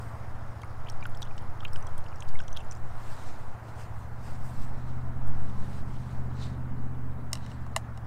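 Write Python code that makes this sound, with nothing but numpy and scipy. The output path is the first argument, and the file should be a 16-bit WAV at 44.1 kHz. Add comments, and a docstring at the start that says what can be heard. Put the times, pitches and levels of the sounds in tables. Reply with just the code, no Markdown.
"""Brush and jar beside a pond

Far off a heavy engine throbs at idle, revs up under load and eases back, as harmonics of its cycle plus exhaust noise.
Shaped noise makes the tyre wash, the far rumble and the microphone hiss; slow swings and a low flutter make the wind.
Close by a brush swirls in a jar (short rings and ticks), is wiped on a rag (swelling hiss)
and is laid on a wooden box (decaying modes with a dry snap).
"""
import sys
import numpy as np
from scipy import signal
from scipy.io import wavfile
from scipy.ndimage import uniform_filter1d

SR = 44100
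rng = np.random.default_rng(int(sys.argv[2]) if len(sys.argv) > 2 else 0)


def inscribe(sig):
    """Save sig as 16-bit PCM at rate SR to the path in sys.argv[1].

    A 1-D sig is mono; a 2-D sig holds one channel per row.
    Samples are clipped to [-1, 1] before scaling.
    """
    pcm = np.round(np.clip(np.atleast_2d(sig).T, -1, 1) * 32767)
    wavfile.write(sys.argv[1], SR, pcm.astype(np.int16))


N = 355710  # length in samples

# The engine's path. Each row: time in seconds, level in dB, load from 0 to 1.
ENGINE_PATH = [(0, -42, 0.46), (1, -45.5, 0.45), (2, -47.5, 0.14), (3, -47.5, 0.5), (4, -43.5, 0.5),
               (4.5, -42.5, 0.84), (5.3, -40, 0.95), (6, -38, 0.81), (6.6, -38, 1), (7.6, -41, 0.91),
               (8.07, -43.5, 0.73)]
# Harmonics of the engine cycle. Each row: order, relative level in dB when idling, the same under full load.
ENGINE_ORDERS = [(3, -33, -40), (4, -11, -15), (5, -7, -2.5), (6, 5.5, -20.5), (7, -7.5, -13),
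                 (8, -0.3, 0.1), (9, -10.5, -15.5), (10, -12.5, -16), (11, -4, -40), (12, -19.5, -18.5),
                 (13, -26, -12.5), (14, -25.5, -19), (15, -17, -23.5), (16, -32, -14.5), (17, -36, -19),
                 (18, -22, -25.5), (19, -27, -32), (20, -39, -33)]
# Colour of the exhaust noise. Each row: frequency in Hz, relative level in dB per Hz.
RASP_COLOUR = [(100, -21), (170, 2.5), (230, -2), (330, -6.5), (450, -9), (800, -68)]
# Colour of the tyre wash. Each row: frequency in Hz, relative level in dB per Hz.
TYRE_COLOUR = [(180, -35), (300, -6), (450, -5.5), (512, -4.5), (710, -0.5), (1060, -2.5), (1220, -5),
               (1330, -4.5), (2090, -15), (2330, -20), (3200, -31), (4160, -53), (7040, -120)]
# The tyre wash over time. Each row: time in seconds, level in dB.
TYRE_PATH = [(0.0, -48), (3.3, -49), (5.5, -50), (8.07, -51.5)]
# Colour of the far traffic. Each row: frequency in Hz, relative level in dB per Hz.
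RUMBLE_COLOUR = [(20, -18), (38, -14), (60, 1), (120, -1), (200, -11), (320, -15), (500, -46)]
# Wind on the microphone. Each row: time in seconds, slow push in dB, flutter in dB.
WIND_PATH = [(0.0, -50, -56), (0.09, -40, -58), (0.36, -27, -51), (0.76, -31.5, -60), (0.85, -20, -59),
             (0.92, -21.5, -47), (2.0, -22, -52), (2.09, -34, -44), (2.29, -18, -69), (2.38, -20, -57),
             (2.45, -21.5, -33), (2.65, -25, -46), (3.06, -26, -47), (3.17, -32, -58), (3.39, -27.5, -68),
             (3.62, -39, -57), (3.88, -33.5, -65), (4.6, -20.5, -33), (4.96, -29.5, -54),
             (5.12, -24.5, -34), (5.5, -20, -42), (5.57, -21.5, -43), (5.98, -29.5, -43),
             (6.18, -21.5, -44), (6.38, -27.5, -45), (8.07, -35.5, -51)]
# Colour of the rubbed cloth. Each row: frequency in Hz, relative level in dB per Hz.
RAG_COLOUR = [(1200, 2), (2000, 1), (2700, 0.5), (3800, -1.5), (5300, 1.5), (6500, -0.5), (8700, 0.5),
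              (9800, -8), (11500, -12), (13800, -9), (15800, -30)]
# Strokes on the rag. Each row: time of the peak in seconds, level in dB, rise in seconds, fall in seconds,
# extra sheen above 9 kHz in dB, extra lift near 4 kHz in dB.
WIPE_STROKES = [(0.02, -68, 0.046, .3, 12, -17), (3.12, -60.5, 0.42, 0.63, 6, 3.5),
                (3.29, -60, 0.12, 0.08, -10, 4), (3.69, -64.5, 0.048, 0.067, 7, .1),
                (3.81, -57, .09, 0.087, 2, -3), (3.99, -69.5, .15, 0.23, 9, 6),
                (4.27, -60, 0.1, 0.15, 4.5, -1), (4.36, -65, 0.12, 0.034, -2, 0),
                (4.45, -65.5, 0.035, 0.17, 13, -8), (4.64, -63.5, 0.53, 0.12, 7, 4),
                (4.78, -67.5, 0.11, 0.1, 0, 10), (4.89, -68.5, 0.11, 0.31, 2, 8),
                (5.278, -73, 0.026, 0.043, 21.5, -2), (5.5, -71, .6, 0.038, -4, 5),
                (5.63, -70, 0.1, .3, 9, 3), (5.79, -63, 0.65, 0.063, 3, 5), (5.9, -66.5, .09, .6, 0, -4),
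                (6.12, -67.5, .4, 0.18, 4, 5), (6.436, -54.5, 0.097, .1, -4, 12),
                (7.364, -63, 0.011, 0.056, 4, 6), (7.44, -65.5, 0.12, .2, -6, 9),
                (7.51, -66, .08, 0.17, -7, 7)]
# Rings in the jar; a big splash sets off several. Each row: start in seconds, peak in dB, ring in Hz.
JAR_RINGS = [(0.6164, -50.5, 6400), (0.6164, -52, 10600), (0.632, -41.5, 2190), (0.633, -36, 1220),
             (0.8614, -49, 2300), (0.87, -40.5, 2900), (0.8849, -53, 4640), (0.884, -40.5, 3160),
             (0.8975, -44, 4600), (0.8974, -35, 5670), (0.8982, -46, 10600), (1.008, -50, 4720),
             (1.024, -35.5, 2390), (1.053, -37.5, 3000), (1.054, -49, 4870), (1.054, -28.5, 1370),
             (1.0654, -41, 10300), (1.1463, -45, 3300), (1.147, -50, 4540), (1.1714, -44.5, 5250),
             (1.1714, -51, 10600), (1.219, -34.5, 3840), (1.22, -38, 5800), (1.219, -45, 10600),
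             (1.226, -31, 3480), (1.227, -37, 5970), (1.3086, -45.5, 2400), (1.3785, -41, 3140),
             (1.3786, -44, 5400), (1.6038, -42.5, 3330), (1.6034, -51, 5470), (1.627, -37.5, 1320),
             (1.647, -53, 2840), (1.647, -47, 6600), (1.646, -48, 10600), (1.6501, -26, 2780),
             (1.65, -40, 1420), (1.731, -40, 5250), (1.732, -46, 8700), (1.732, -45, 10600),
             (1.7575, -37, 2800), (1.7594, -42.5, 5260), (1.7594, -53, 10600), (1.759, -39, 1520),
             (1.8243, -45, 5960), (1.8234, -51, 2660), (1.8674, -41.5, 5900), (1.978, -51, 3200),
             (1.9784, -44, 8300), (1.978, -45, 10600), (2.0414, -54, 5570), (2.063, -45.5, 3040),
             (2.126, -50, 2570), (2.157, -47, 5540), (2.204, -38.5, 6260), (2.2217, -36, 3030),
             (2.2233, -47, 5470), (2.287, -43, 4680), (2.287, -48, 10600), (2.293, -52, 12500),
             (2.353, -39.5, 2190), (2.389, -40, 3220), (2.389, -50, 6000), (2.402, -40, 2820),
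             (2.401, -47, 5340), (2.3985, -57, 11500), (2.399, -34, 1500), (2.4797, -42, 3360),
             (2.479, -39.5, 6030), (2.5274, -38.5, 6100), (2.564, -37.5, 3340), (2.565, -45, 4700),
             (2.5704, -29.5, 3380), (2.57, -40.5, 5650), (2.5693, -43, 10600), (2.591, -47, 2910),
             (2.603, -47, 2670), (2.603, -51, 7150), (2.7108, -34.5, 6000), (2.7204, -49, 2500),
             (2.7204, -39, 5270), (2.7195, -51, 8500), (2.729, -52, 13000)]
# How a jar ring's character follows its pitch. Each row: frequency in Hz, time to fall 60 dB in seconds,
# pitch ratio of its partner, amplitude share of the partner.
RING_CHARACTER = [(1400, 0.021, 1.04, 0.066), (3970, 0.0061, 0.85, 0.12), (4540, 0.0064, 1.45, 0.7),
                  (8700, 0.0077, 1.37, 0.29), (10000, 0.00017, 1.1, .05)]
# Contacts of the brush as it touches down and is laid down. Each row: start in seconds, level in dB, then dB
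# added to the modes under 1.5 kHz, from 1.5 to 3.5 kHz, and above 6.2 kHz.
BRUSH_TAPS = [(7.3173, -53, -2, .1, 7), (7.3309, -16, -7, -6.5, 5), (7.3537, -30.5, 2, -1, -2),
              (7.3715, -42, 0, 5, -11), (7.451, -57, 4, 5, -2), (7.4629, -39, 5, 2, -4),
              (7.5162, -43, 2, 7, -2), (7.665, -41, 34, 7, -4), (7.763, -13.5, 12.5, 1, 3),
              (7.77, -32, -2, 2, 10), (7.9748, -40, 17, -1, 4)]
# Modes of brush handle and box. Each row: frequency in Hz, relative level in dB, time to fall 60 dB in seconds.
BOX_MODES = [(648, -1.5, 0.053), (820, -1.5, 0.024), (900, -1.5, 0.019), (1092, 7, 0.017),
             (1340, -18, 0.0074), (1760, 2.5, 0.038), (2040, 5, 0.02), (2180, -19, 0.0076),
             (2780, 8.5, 0.012), (3000, 10, 0.0094), (3180, -13, 0.0076), (3920, 7.5, 0.017),
             (4730, -3, 0.0091), (5400, 12, 0.0077), (5900, -2.5, 0.008), (6740, 7, 0.0059),
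             (7480, 1, 0.0043), (8520, 8, 0.0066), (10760, -14, 0.005), (12440, -2, 0.0045),
             (14100, -22, .003)]
# Colour of the microphone hiss. Each row: frequency in Hz, relative level in dB per Hz.
HISS_COLOUR = [(1000, -1), (3000, 15.5), (5000, 10), (8500, 7.5), (10000, 2), (14000, -8), (16000, -25)]

IDLE_PER_S, LOADED_PER_S = 14.07, 15.49  # engine cycles a second
REV_UP_S, REV_DOWN_S, SETTLE_S = 4.06, 7.55, 0.17  # the speed settles exponentially after each change
RASP_DB = -12  # at full load, against the orders
RUMBLE_DB = -50
CRACKLE_DB = -69
STIR_TO_S, STIR_FADE_S = 2.72, 0.094  # the crackle holds until the first, then fades over the second
WIPE_EDGE_DB, WIPE_LOW_DB = -17.5, 6.5  # drop at the ends of rise and fall; tilt towards the low end
SPLASH_S = 0.0036  # the driving burst peaks at a third of this
FAINT_COUNT, FAINT_DB, FAINT_RANGE_DB = 90, -53.5, 8  # number, middle level, softest to loudest
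CLUSTER_S = 0.068  # faint rings gather around the loud ones within this span
CRACK_DB, CRACK_T60 = -12, 0.012  # the dry snap of each contact: dB, s
SCATTER_DB, SCATTER_T60 = -27.5, 0.1  # the snap thrown back by dry grass: dB, s
HISS_DB = -73
EDGE_HZ = 15750  # upper edge of the finished sound


def gain_of(db):
    """Decibels to gain."""
    return 10 ** (np.asarray(db) / 20)


def evened(x):
    """Scales to rms 1."""
    return x / np.sqrt(np.mean(x ** 2) + 1e-20)


def curves(rows):
    """Each column of a table joined by straight lines over all samples."""
    s, *columns = np.transpose(rows)
    return [np.interp(np.arange(N) / SR, s, column) for column in columns]


def add(mix, s, sound):
    """Mixes a sound in at time s."""
    part = mix[round(s * SR):][:len(sound)]
    part += sound[:len(part)]


def drift(lo_hz, hi_hz):
    """Slow chance movement: sines of random phase, slower ones stronger, rms 1."""
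    t = np.arange(0, N + 64, 64) / SR
    hz = np.geomspace(lo_hz, hi_hz, 30)[:, None]
    waves = np.sin(2 * np.pi * (hz * t + rng.random((30, 1)))) / np.sqrt(hz)
    return np.interp(np.arange(N) / SR, t, evened(waves.sum(0)))


def noise(points, patchy_db, size):
    """Random short-time spectra of the given colour, with drifting louder and softer patches, rms 1."""
    hz = np.fft.rfftfreq(size, 1 / SR)
    real, imaginary, patches = rng.standard_normal((N * 4 // size + 5, len(hz), 3)).T
    patches = uniform_filter1d(patches, 10, 0)  # smooth over frequency
    patches = evened(uniform_filter1d(patches, 12, 1))  # then over time
    point_hz, point_db = np.transpose(points)
    colour_db = np.interp(np.log(hz + 1), np.log(point_hz + 1), point_db)[:, None]
    spectra = (real + 1j * imaginary) * gain_of(colour_db + patchy_db * patches)
    return evened(signal.istft(spectra, nperseg=size, noverlap=size * 3 // 4)[1][:N])


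def ring(hz, t60, rise_turns=0.92):
    """One mode, swelling over a turn or so and dying 60 dB in t60 seconds, at least half a millisecond."""
    t = np.arange(3000) / SR
    decay = gain_of(-60 * t / max(t60, 5e-4))
    swell = 1 - np.exp(-(t * hz / rise_turns) ** 2)
    return np.sin(2 * np.pi * hz * t) * decay * swell


def struck(body, length):
    """A body driven by a ragged burst of noise instead of one clean blow; peak 1."""
    t = np.arange(1000) / SR
    burst = rng.standard_normal(1000) * t * np.exp(-3 * t / max(length, 1e-4))
    sound = signal.fftconvolve(burst, body)
    return sound / abs(sound).max()


def engine():
    """Orders of the engine cycle, the low ones in step so that they throb once a cycle; load shifts their balance."""
    t = np.arange(N) / SR
    level_db, load = curves(ENGINE_PATH)
    up, down = (1 - np.exp(-np.maximum(t - s, 0) / SETTLE_S) for s in (REV_UP_S, REV_DOWN_S))
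    # the drop gives back most of the gained speed
    speed = IDLE_PER_S + (LOADED_PER_S - IDLE_PER_S) * up * (1 - 0.827 * down)
    turns = np.cumsum(speed) / SR
    orders = np.zeros(N)
    for k, idle_db, load_db in ENGINE_ORDERS:
        # moving air on the long path makes each order waver
        waver_db = (0.81 + 0.061 * k) * drift(0.309, 2.5)
        order_db = (1 - load) * idle_db + load * load_db + waver_db
        phase = 0.11 * k * rng.standard_normal() + 0.021 * k * drift(0.275, 5.0)
        orders += gain_of(order_db) * np.cos(2 * np.pi * round(k) * turns + phase)
    rasp = gain_of(RASP_DB) * load ** 2 * noise(RASP_COLOUR, patchy_db=-1.0, size=4096)
    return gain_of(level_db) * (np.sqrt(2) * orders + rasp)


def road():
    """Tyre wash around 1 kHz and a dull rumble of far traffic, both coloured noise."""
    tyres_db, = curves(TYRE_PATH)
    wash_gain = gain_of(tyres_db + 0.5 * drift(0.493, 12.0))
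    wash = wash_gain * noise(TYRE_COLOUR, patchy_db=0.7, size=1024)
    return wash + gain_of(RUMBLE_DB) * noise(RUMBLE_COLOUR, patchy_db=2.2, size=4096)


def wind():
    """Pressure swings below hearing, with a lumpy flutter above them."""
    push_db, flutter_db = curves(WIND_PATH)
    flutter_band = signal.butter(2, [11.0, 26.0], "band", fs=SR, output="sos")
    flutter = evened(signal.sosfilt(flutter_band, rng.standard_normal(N)))
    push = gain_of(push_db) * drift(1.5, 24.0)
    slow = signal.butter(3, 15.0, fs=SR, output="sos")
    return signal.sosfiltfilt(slow, push) + gain_of(flutter_db) * flutter


def crackle():
    """Wet bristles and water: many tiny ticks at random, the lower-pitched ones stronger."""
    happens = rng.random(N) < 1500 / SR  # about 1500 ticks a second
    size = gain_of(np.minimum(rng.exponential(1, N), 5)) * happens
    kind = rng.integers(0, 16, N)
    ticks = np.zeros(N)
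    for k, hz in enumerate(np.geomspace(2600.0, 11000.0, 16)):
        tick = struck(ring(hz, 0.0006), 0.0014)
        ticks += signal.oaconvolve(size * (kind == k), tick)[:N] * (hz / 3000) ** -0.4
    stirring = np.clip((STIR_TO_S + STIR_FADE_S - np.arange(N) / SR) / STIR_FADE_S, 0, 1)
    return gain_of(CRACKLE_DB) * stirring * evened(ticks)


def rag():
    """Cloth and dry grass rubbing: fine hiss that flickers with small slips; each wipe swells and fades."""
    t = np.arange(N) / SR
    slips = evened(uniform_filter1d(rng.standard_normal(N), 200))
    hiss = gain_of(0.83 * slips) * noise(RAG_COLOUR, patchy_db=2.0, size=512)
    low, sheen, band = [signal.sosfiltfilt(signal.butter(2, hz, kind, fs=SR, output="sos"), hiss)
                        for hz, kind in [(4800.0, "low"), (9400.0, "high"), ([3550.0, 4250.0], "band")]]
    power = np.zeros((3, N))  # of the whole hiss, its sheen and its band
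    for s, db, rise, fall, sheen_db, lift_db in WIPE_STROKES:
        stroke_db = db + WIPE_EDGE_DB * np.maximum((s - t) / rise, (t - s) / fall)
        power += gain_of(stroke_db + np.array([[0], [sheen_db], [lift_db]])) ** 2
    whole, bright, lifted = np.sqrt(power)
    tilted = hiss + (gain_of(WIPE_LOW_DB) - 1) * low
    return whole * tilted + (bright - whole) * sheen + (lifted - whole) * band


def swirl():
    """Each knock and splash in the jar is a short ring, a rough pair; faint ones come at random."""
    which, when, size, pitch = rng.random((FAINT_COUNT, 4)).T
    near = np.array(JAR_RINGS)[(which * len(JAR_RINGS)).astype(int), 0] + CLUSTER_S * (when - 0.3)
    faint_db = FAINT_DB + FAINT_RANGE_DB * (size - 0.5)
    faint = zip(near, faint_db, 2590.0 * 3.8 ** pitch)
    at_hz, *laws = np.transpose(RING_CHARACTER)
    out = np.zeros(N)
    for s, db, hz in [*JAR_RINGS, *faint]:
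        t60, ratio, share = (np.interp(hz, at_hz, law) for law in laws)
        main = ring(hz, t60, np.clip(t60 / 0.006, 0.18, 1))
        partner = share * ring(ratio * hz, 0.51 * t60)
        add(out, s, gain_of(db) * struck(main + partner, SPLASH_S))
    return out


def taps():
    """The brush touches down and is laid on the box, bouncing; each contact sets the share of each range of
    modes."""
    out, t = np.zeros(N), np.arange(3000) / SR
    snap = gain_of(CRACK_DB - 60 * t / CRACK_T60) + gain_of(SCATTER_DB - 60 * t / SCATTER_T60)
    crisp = signal.butter(2, [1300.0, 9500.0], "band", fs=SR, output="sos")
    for s, db, low_db, mid_db, top_db in BRUSH_TAPS:
        shares_db = [low_db, mid_db, 0, top_db]
        body = np.zeros(3000)
        for k, (hz, mode_db, t60) in enumerate(BOX_MODES):
            share_db = shares_db[np.searchsorted([1500, 3500, 6200], hz)]
            # neighbouring modes swing against each other
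            body += (-1) ** k * gain_of(mode_db + share_db) * ring(hz, t60, 0.61)
        body = body / abs(body).max()
        add(out, s, gain_of(db) * body)  # the clean first contact
        add(out, s, gain_of(db - 7) * struck(body, 0.0018))  # its rattle
        add(out, s, snap * gain_of(db) * signal.sosfilt(crisp, rng.standard_normal(3000)))
    return out


def nearby(x, wet_db):
    """Scatter from easel, lid and ground as a short noise tail; sound and tail both lose their bass."""
    t = np.arange(4000) / SR
    tail = rng.standard_normal(4000) * gain_of(-60 * t / 0.059) * (t > 0.0015)
    wet = x + gain_of(wet_db) * signal.oaconvolve(x, tail / np.linalg.norm(tail))[:N]
    return signal.sosfilt(signal.butter(4, 550.0, "high", fs=SR, output="sos"), wet)


def scene():
    """All sources at one microphone."""
    distant = engine() + road() + wind()
    jar = nearby(crackle() + swirl(), wet_db=-17)
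    box = nearby(taps(), wet_db=-16.5)
    return (distant + rag() + jar + box)[None]


def record(dry):
    """Microphone hiss, then the band limit."""
    hissing = dry + gain_of(HISS_DB) * noise(HISS_COLOUR, patchy_db=-4.0, size=512)
    band_limit = signal.firwin(1023, EDGE_HZ, window=("kaiser", 9), fs=SR)
    return signal.oaconvolve(hissing, band_limit[None], "same")


dry = scene()
out = record(dry)
inscribe(out)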